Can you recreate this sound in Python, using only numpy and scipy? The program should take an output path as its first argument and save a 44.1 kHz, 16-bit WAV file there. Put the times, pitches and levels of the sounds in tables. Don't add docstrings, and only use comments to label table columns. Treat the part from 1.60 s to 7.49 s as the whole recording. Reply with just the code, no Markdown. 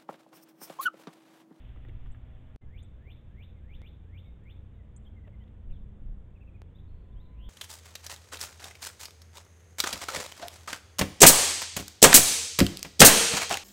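import sys
import numpy as np
from scipy import signal
from scipy.fft import rfft, irfft, next_fast_len
from scipy.io import wavfile
from scipy.ndimage import uniform_filter1d, map_coordinates

SR = 44100
rng = np.random.default_rng(int(sys.argv[2]) if len(sys.argv) > 2 else 0)


def generate_wav(sig):
    pcm = np.round(np.clip(np.atleast_2d(sig).T, -1, 1) * 32767).astype(np.int16)
    wavfile.write(sys.argv[1], SR, pcm)


N = 259749
TIME = np.arange(N) / SR

# (time from its knee [s], pitch [Hz], relative level [dB])
WHISTLE_CONTOUR = [(-.115, 1530, -23), (-.07, 1800, -18), (-.05, 1950, -14), (-.04, 2060, -4.5),
                   (-.02, 2280, -3), (-.002, 2460, -3), (.004, 2680, -1), (.01, 3130, 0), (.016, 3450, 0),
                   (.022, 3690, 0), (.027, 4000, -6), (.032, 4350, -22)]
# (time of the knee [s], level [dB], stretch of the slow rise [ratio])
WHISTLES = [(1.172, -61, 0.97), (1.498, -59, 0.98), (1.818, -60.5, 1.08), (2.132, -61, 1.0),
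            (2.257, -61, .9), (2.570, -61, 0.95), (2.892, -62, 0.86)]
# (delay [s], gain [dB])
REFLECTIONS = [(.00173, -15), (.01333, -5), (.01437, -10), (.01504, -12)]
# (frequency [Hz], gain [dB])
TWIG_SCATTER = [(1800, -1), (2900, -6), (3700, 2.5)]
# (time [s], length [s], first pitch [Hz], settled pitch [Hz], settling [s], base level [dB])
CHIPS = [(0.517, 0.024, 9360, 7630, 0.007, -58), (1.226, 0.029, 9870, 7670, 0.0088, -53),
         (2.836, 0.016, 9700, 8200, .005, -67.5), (3.362, .023, 9930, 8200, 0.0043, -43.5)]

# (time [s], length [s], middle pitch [Hz], level [dB])
SAG_SHAPE = (1.045, 0.93, .011)
SAG_NOTES = [(1.95, .045, 2130, -74), (3.182, 0.04, 1990, -72.5), (3.56, 0.036, 2080, -67),
             (3.634, .037, 1967, -68.5), (3.722, .042, 2100, -70), (3.795, 0.049, 2000, -73)]
FLICK_SHAPE = (.9, 1.075, .009)
FLICK_NOTES = [(3.791, .055, 3090, -73.5), (5.146, .038, 3730, -65), (5.184, 0.025, 3640, -65.5),
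               (5.548, 0.056, 3180, -75), (5.596, 0.034, 3835, -63)]
SCRATCH_SHAPE = (1.09, .93, .085)
SCRATCH_NOTES = [(3.446, 0.015, 3420, -69.5), (4.095, .042, 2600, -71), (4.123, .024, 3720, -68),
                 (4.14, 0.042, 3390, -71)]
ARCH_SHAPE = (.94, .81, 0.017)
ARCH_NOTES = [(4.749, 0.033, 2610, -70), (4.804, 0.036, 2644, -65.5), (4.867, 0.035, 2610, -67.5),
              (4.94, 0.035, 2460, -67)]
PIPE_SHAPE = (1.01, 0.97, .013)
PIPE_NOTES = [(1.005, .05, 2056, -73.5), (2.638, .075, 2200, -71), (2.64, 0.047, 3690, -66.5),
              (3.125, 0.08, 3710, -77.5)]
HOARSE_SHAPE = (1.025, 1, .04)
HOARSE_NOTES = [(3.459, .028, 3134, -64), (5.272, 0.057, 4320, -68), (5.32, .16, 4270, -72),
                (5.515, .03, 3480, -77), (5.627, .058, 3950, -68.5)]
# (time [s], pitch [Hz], level [dB])
LONG_CALL = [(5.70, 2050, -84), (5.765, 2330, -79), (5.799, 2850, -69.5), (5.823, 3000, -65),
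             (5.843, 3234, -64), (5.89, 3380, -64.5)]

# (time [s], level [dB], resonance [Hz])
BATH_TICKS = [(.05, -59.5, 2820), (.092, -61, 3050), (.161, -56.5, 990), (.172, -61, 1600),
              (.2502, -53, 1628), (.286, -55, 2870), (.294, -54.5, 2200), (.46, -54, 1048),
              (.47, -61, 3827), (.547, -52.5, 1330), (3.677, -55.5, 1998), (3.838, -66, 3400),
              (3.878, -61, 3300)]
# (time [s], level [dB], resonance [Hz])
BOWL_KNOCKS = [(.163, -51.5, 334), (.252, -57, 382), (.286, -49.5, 337), (1.474, -55.5, 420),
               (3.674, -52, 486)]

# (multiple of the base rate [ratio], level [dB])
MOTOR_PARTIALS = [(2, -65), (3, -76), (4, -78), (5, -75), (6, -77), (7, -85.5)]
THROB_PARTIALS = [(1, -50.5), (2, -53.5)]
SLOWING_PARTIALS = [(1, -50), (2, -61.5), (8, -79.5)]
IDLE_PARTIALS = [(1, -52.5), (2, -69), (6, -80)]
# (time [s], firing rate [Hz])
FIRING_RATE = [(1.0, 63), (2.5, 62), (3.5, 58.8), (4.4, 57.4), (5.89, 56.3)]
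# (time [s], level [dB])
DRONE_LEVEL = [(1.0, -73), (3.0, -68.5), (3.8, -59.5), (4.5, -58.5), (5.1, -70.5), (5.89, -65.5)]
# (time [s], level [dB])
WHINE_LEVEL = [(5.15, -100), (5.32, -80.5), (5.5, -79), (5.63, -73.5), (5.89, -72)]

# (time of the peak [s], relative level [dB], half-width [s])
GUSTS = [(.2, -43.5, 0.15), (.37, -33.5, 0.035), (.48, -33.5, 0.051), (1.08, -37, 0.026),
         (1.181, -36, 0.018), (2.17, -37.5, 0.027), (4.115, -31, 0.048), (4.25, -35.5, 0.056),
         (4.49, -32, 0.081), (5.35, -40, 0.051), (5.56, -37, 0.042), (5.88, -36, 0.041)]
# (frequency [Hz], relative level [dB])
EDDY_SPECTRUM = [(10, 2), (25, 2), (38, 0.5), (55, -11.5), (110, -17), (250, -36), (800, -80)]
# (frequency [Hz], spectral density [dB per Hz])
EARLY_AIR = [(15, -65), (60, -62), (110, -72.5), (200, -82), (300, -90), (500, -94.5), (800, -99),
             (1200, -101), (2000, -102), (3500, -105), (5000, -110), (8000, -113)]
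LATE_AIR = [(15, -71), (60, -67), (110, -72), (160, -78), (300, -87.5), (450, -91.5), (800, -100),
            (1200, -104.5), (2000, -108), (3000, -112), (5000, -112), (8000, -114)]
# (time [s], gain [dB])
HISS_GAIN = [(0, 3), (.6, -1.5), (.95, -2.2), (1.2, 1.5), (2.9, .5), (3.9, 0), (4.6, -2), (5.1, 0),
             (5.89, 0)]

# (frequency [Hz], gain [dB])
CAMERA_RESPONSE = [(3550, -2), (3800, -10.5), (4000, -13.5), (4350, -20.5), (5500, -22), (6800, -16.5),
                   (7900, -16.5), (9200, -21), (10500, -26.5), (11800, -30), (12500, -25), (14000, -31.5),
                   (15400, -40), (15900, -61.5)]
# (time [s], jump before smoothing [dB])
CLICKS = [(.961, -40.5), (2.218, -41), (5.0188, -36)]
CAMERA_RATE_HZ, CUTOFF_HZ = 16000, 15700
DROPOUT_START_S, DROPOUT_END_S = .961, 1.009


def cardinal(waver=0.0077, shimmer_db=1.0):
    out = np.zeros(N)
    from_knee, hz, db = np.transpose(WHISTLE_CONTOUR)
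    for knee, level_db, stretch in WHISTLES:
        times = np.where(from_knee < 0, from_knee * stretch, from_knee)
        t = np.arange(times[0], times[-1], 1 / SR)
        pitch = np.interp(t, times, hz) * (1 + waver * drift(150, len(t)))
        loudness = level_db + np.interp(t, times, db) + shimmer_db * drift(120, len(t))
        add(out, knee + times[0], tone(pitch, loudness))
    return out


def chips(attack_s=0.0029, fade_db=22, accent_db=3.0):
    out = np.zeros(N)
    for start, length, first_hz, settled_hz, settle_s, level_db in CHIPS:
        t = np.arange(0, length, 1 / SR)
        pitch = settled_hz + (first_hz - settled_hz) * np.exp(-t / settle_s)
        edges = np.clip(np.minimum(t, length - t) / attack_s, 0, 1)
        add(out, start, edges * tone(pitch, level_db + accent_db - fade_db * t / length))
    return out


def hedge_birds(rasp_hz=550, arch_power=.7):
    out = np.zeros(N)
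    kinds = [(SAG_SHAPE, SAG_NOTES), (FLICK_SHAPE, FLICK_NOTES), (SCRATCH_SHAPE, SCRATCH_NOTES),
             (ARCH_SHAPE, ARCH_NOTES), (PIPE_SHAPE, PIPE_NOTES), (HOARSE_SHAPE, HOARSE_NOTES)]
    for (first, last, rasp), notes in kinds:
        bend = np.polyfit([0, .5, 1], [first, 1, last], 2)
        for start, length, hz, level_db in notes:
            t = np.arange(0, length, 1 / SR)
            glide = hz * np.polyval(bend, t / length)
            jitter = 1 + rasp * drift(rasp_hz, size=SR)[:len(t)]
            envelope = np.abs(np.sin(np.pi * t / length)) ** arch_power
            add(out, start, envelope * tone(glide * jitter, level_db))
    return out


def long_call(buzz_hz=165, depth=.07, jitter=.025):
    times, hz, db = np.transpose(LONG_CALL)
    vibrato = depth * np.sin(2 * np.pi * buzz_hz * TIME + drift(60)) + jitter * drift(400)
    pitch = np.interp(TIME, times, hz) * (1 + vibrato)
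    call = tone(pitch, np.interp(TIME, times, db)) * (TIME > times[0])
    return call + echo(call, delay_s=.0085, level_db=-3.5)


def bird_bath(tick_decay_s=0.0038, tick_q=1.47, knock_decay_s=0.014, knock_q=2.5):
    out, t = np.zeros(N), np.arange(SR // 10) / SR
    kinds = [(BATH_TICKS, tick_decay_s, tick_q), (BOWL_KNOCKS, knock_decay_s, knock_q)]
    for contacts, decay_s, q in kinds:
        fade = np.exp(-t / decay_s)
        for start, level_db, hz in contacts:
            b, a = signal.iirpeak(hz, q, fs=SR)
            noise = rng.standard_normal(2 * len(t))
            burst = fade * signal.lfilter(b, a, signal.lfilter(b, a, noise))[len(t):]
            add(out, start, from_db(level_db) * burst * np.linalg.norm(fade) / np.linalg.norm(burst))
    return out


def echo(x, delay_s, level_db):
    return from_db(level_db) * np.interp(TIME - delay_s, TIME, x, left=0)


def trees(x, level_db, t60=.55, edge_s=0.071, edge_width_s=0.02, edge_gain=1.1, far_db=-12, far_t60=1.6):
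    t = np.arange(SR) / SR
    edge_swell = 1 + edge_gain * np.exp(-((t - edge_s) / edge_width_s) ** 2)
    near = from_db(-60 * t / t60) * edge_swell
    far = from_db(far_db - 60 * t / far_t60)
    tail = rng.standard_normal(SR) * np.hypot(near, far)
    return from_db(level_db) * signal.fftconvolve(x, tail / np.linalg.norm(tail))[:N]


def engine(hz, partials, wander, waver_db):
    rate = hz * (1 + wander * drift(12))
    return sum(tone(multiple * rate, db + waver_db * drift(9)) for multiple, db in partials)


def early_engines(motor_hz=126.5, throb_hz=56.88):
    motor = engine(motor_hz, MOTOR_PARTIALS, wander=.004, waver_db=2.1)
    throb = engine(throb_hz, THROB_PARTIALS, wander=.011, waver_db=3.0)
    return motor + throb


def late_engines(drone_ratio=3.6, idle_hz=86.52):
    firing_hz = np.interp(TIME, *np.transpose(FIRING_RATE))
    drone_db = np.interp(TIME, *np.transpose(DRONE_LEVEL))
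    slowing = engine(firing_hz, SLOWING_PARTIALS, wander=.014, waver_db=2.5)
    drone = engine(firing_hz, [(drone_ratio, drone_db)], wander=.006, waver_db=1.5)
    idling = engine(idle_hz, IDLE_PARTIALS, wander=.02, waver_db=3.5)
    return slowing + drone + idling


def whine(hz=1011.5, octave_db=-13):
    db = np.interp(TIME, *np.transpose(WHINE_LEVEL), left=-np.inf)
    pitch = np.full(N, hz)
    return tone(pitch, db) + tone(2 * pitch, db + octave_db)


def wind(gain_db=-1, steady_s=0.062, breeze_db=-56, restless_db=4):
    eddies = coloured(rng.standard_normal(N), EDDY_SPECTRUM)
    eddies /= np.sqrt(uniform_filter1d(eddies ** 2, int(steady_s * SR)))
    puffs = sum(from_db(db) * np.exp(-((TIME - peak) / width) ** 2) for peak, db, width in GUSTS)
    breeze = from_db(breeze_db + restless_db * drift(8))
    return eddies * from_db(gain_db) * np.hypot(puffs, breeze)


def air(spectrum, hiss_band_hz=(1900, 4500)):
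    white = rng.standard_normal(N) * np.sqrt(SR / 2)
    camera_band = signal.butter(12, CAMERA_RATE_HZ / 2, fs=SR, output="sos")
    noise = signal.sosfilt(camera_band, coloured(white, spectrum))
    hiss = signal.sosfiltfilt(signal.butter(2, hiss_band_hz, "band", fs=SR, output="sos"), noise)
    hiss_gain = from_db(np.interp(TIME, *np.transpose(HISS_GAIN)))
    return noise + hiss * (hiss_gain - 1)


def clicks(relax_s=0.0017, edge_hz=7000):
    out, t = np.zeros(N), np.arange(SR // 20) / SR
    for start, jump_db in CLICKS:
        add(out, start, -from_db(jump_db) * np.exp(-t / relax_s))
    return signal.sosfilt(signal.butter(1, edge_hz, fs=SR, output="sos"), out + 1e-18)


def from_db(db):
    return 10 ** (np.asarray(db) / 20)


def coloured(x, spectrum):
    hz, db = np.transpose(spectrum)
    size = next_fast_len(len(x) + SR // 10)
    bins = np.maximum(np.fft.rfftfreq(size, 1 / SR), 1)
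    gain = from_db(np.interp(np.log(bins), np.log(hz), db))
    return irfft(rfft(x, size) * gain, size)[:len(x)]


def drift(rate, size=N):
    knots = rng.standard_normal(size // 10)
    return map_coordinates(knots, [TIME[:size] * rate], order=3, mode="wrap")


def tone(hz, db):
    return np.sqrt(2) * from_db(db) * np.sin(2 * np.pi * np.cumsum(hz) / SR)


def add(out, start_s, sound):
    at = max(round(start_s * SR), 0)
    out[at:at + len(sound)] += sound[:max(N - at, 0)]


def scene():
    song, near, far = cardinal(), chips(), hedge_birds() + long_call()
    reflected = sum(echo(song, *path) for path in REFLECTIONS)
    song = song + reflected + trees(coloured(song, TWIG_SCATTER), level_db=-3)
    near = near + trees(near, level_db=-22)
    far = far + trees(coloured(far, TWIG_SCATTER), level_db=-7)
    early = air(EARLY_AIR) + early_engines()
    late = air(LATE_AIR) + late_engines()
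    background = np.where(TIME < DROPOUT_END_S, early, late) + whine() + wind()
    return (song + near + far + bird_bath() + background)[None]


def record(dry, dropout_db=-38, close_samples=20, reopen_s=0.0092):
    mirrored = dry[0] * (1 + 2 * np.cos(2 * np.pi * CAMERA_RATE_HZ * TIME))
    closing = np.clip((DROPOUT_START_S - TIME) * SR / close_samples, 0, 1)
    opening = np.clip((TIME - DROPOUT_END_S) / reopen_s, 0, 1)
    gate = np.maximum(closing + opening, from_db(dropout_db))
    sound = coloured(mirrored, CAMERA_RESPONSE) * gate + clicks()
    lowpass = signal.ellip(10, .1, 80, CUTOFF_HZ, fs=SR, output="sos")
    return signal.sosfilt(lowpass, sound)[None]


dry = scene()
out = record(dry)
generate_wav(out)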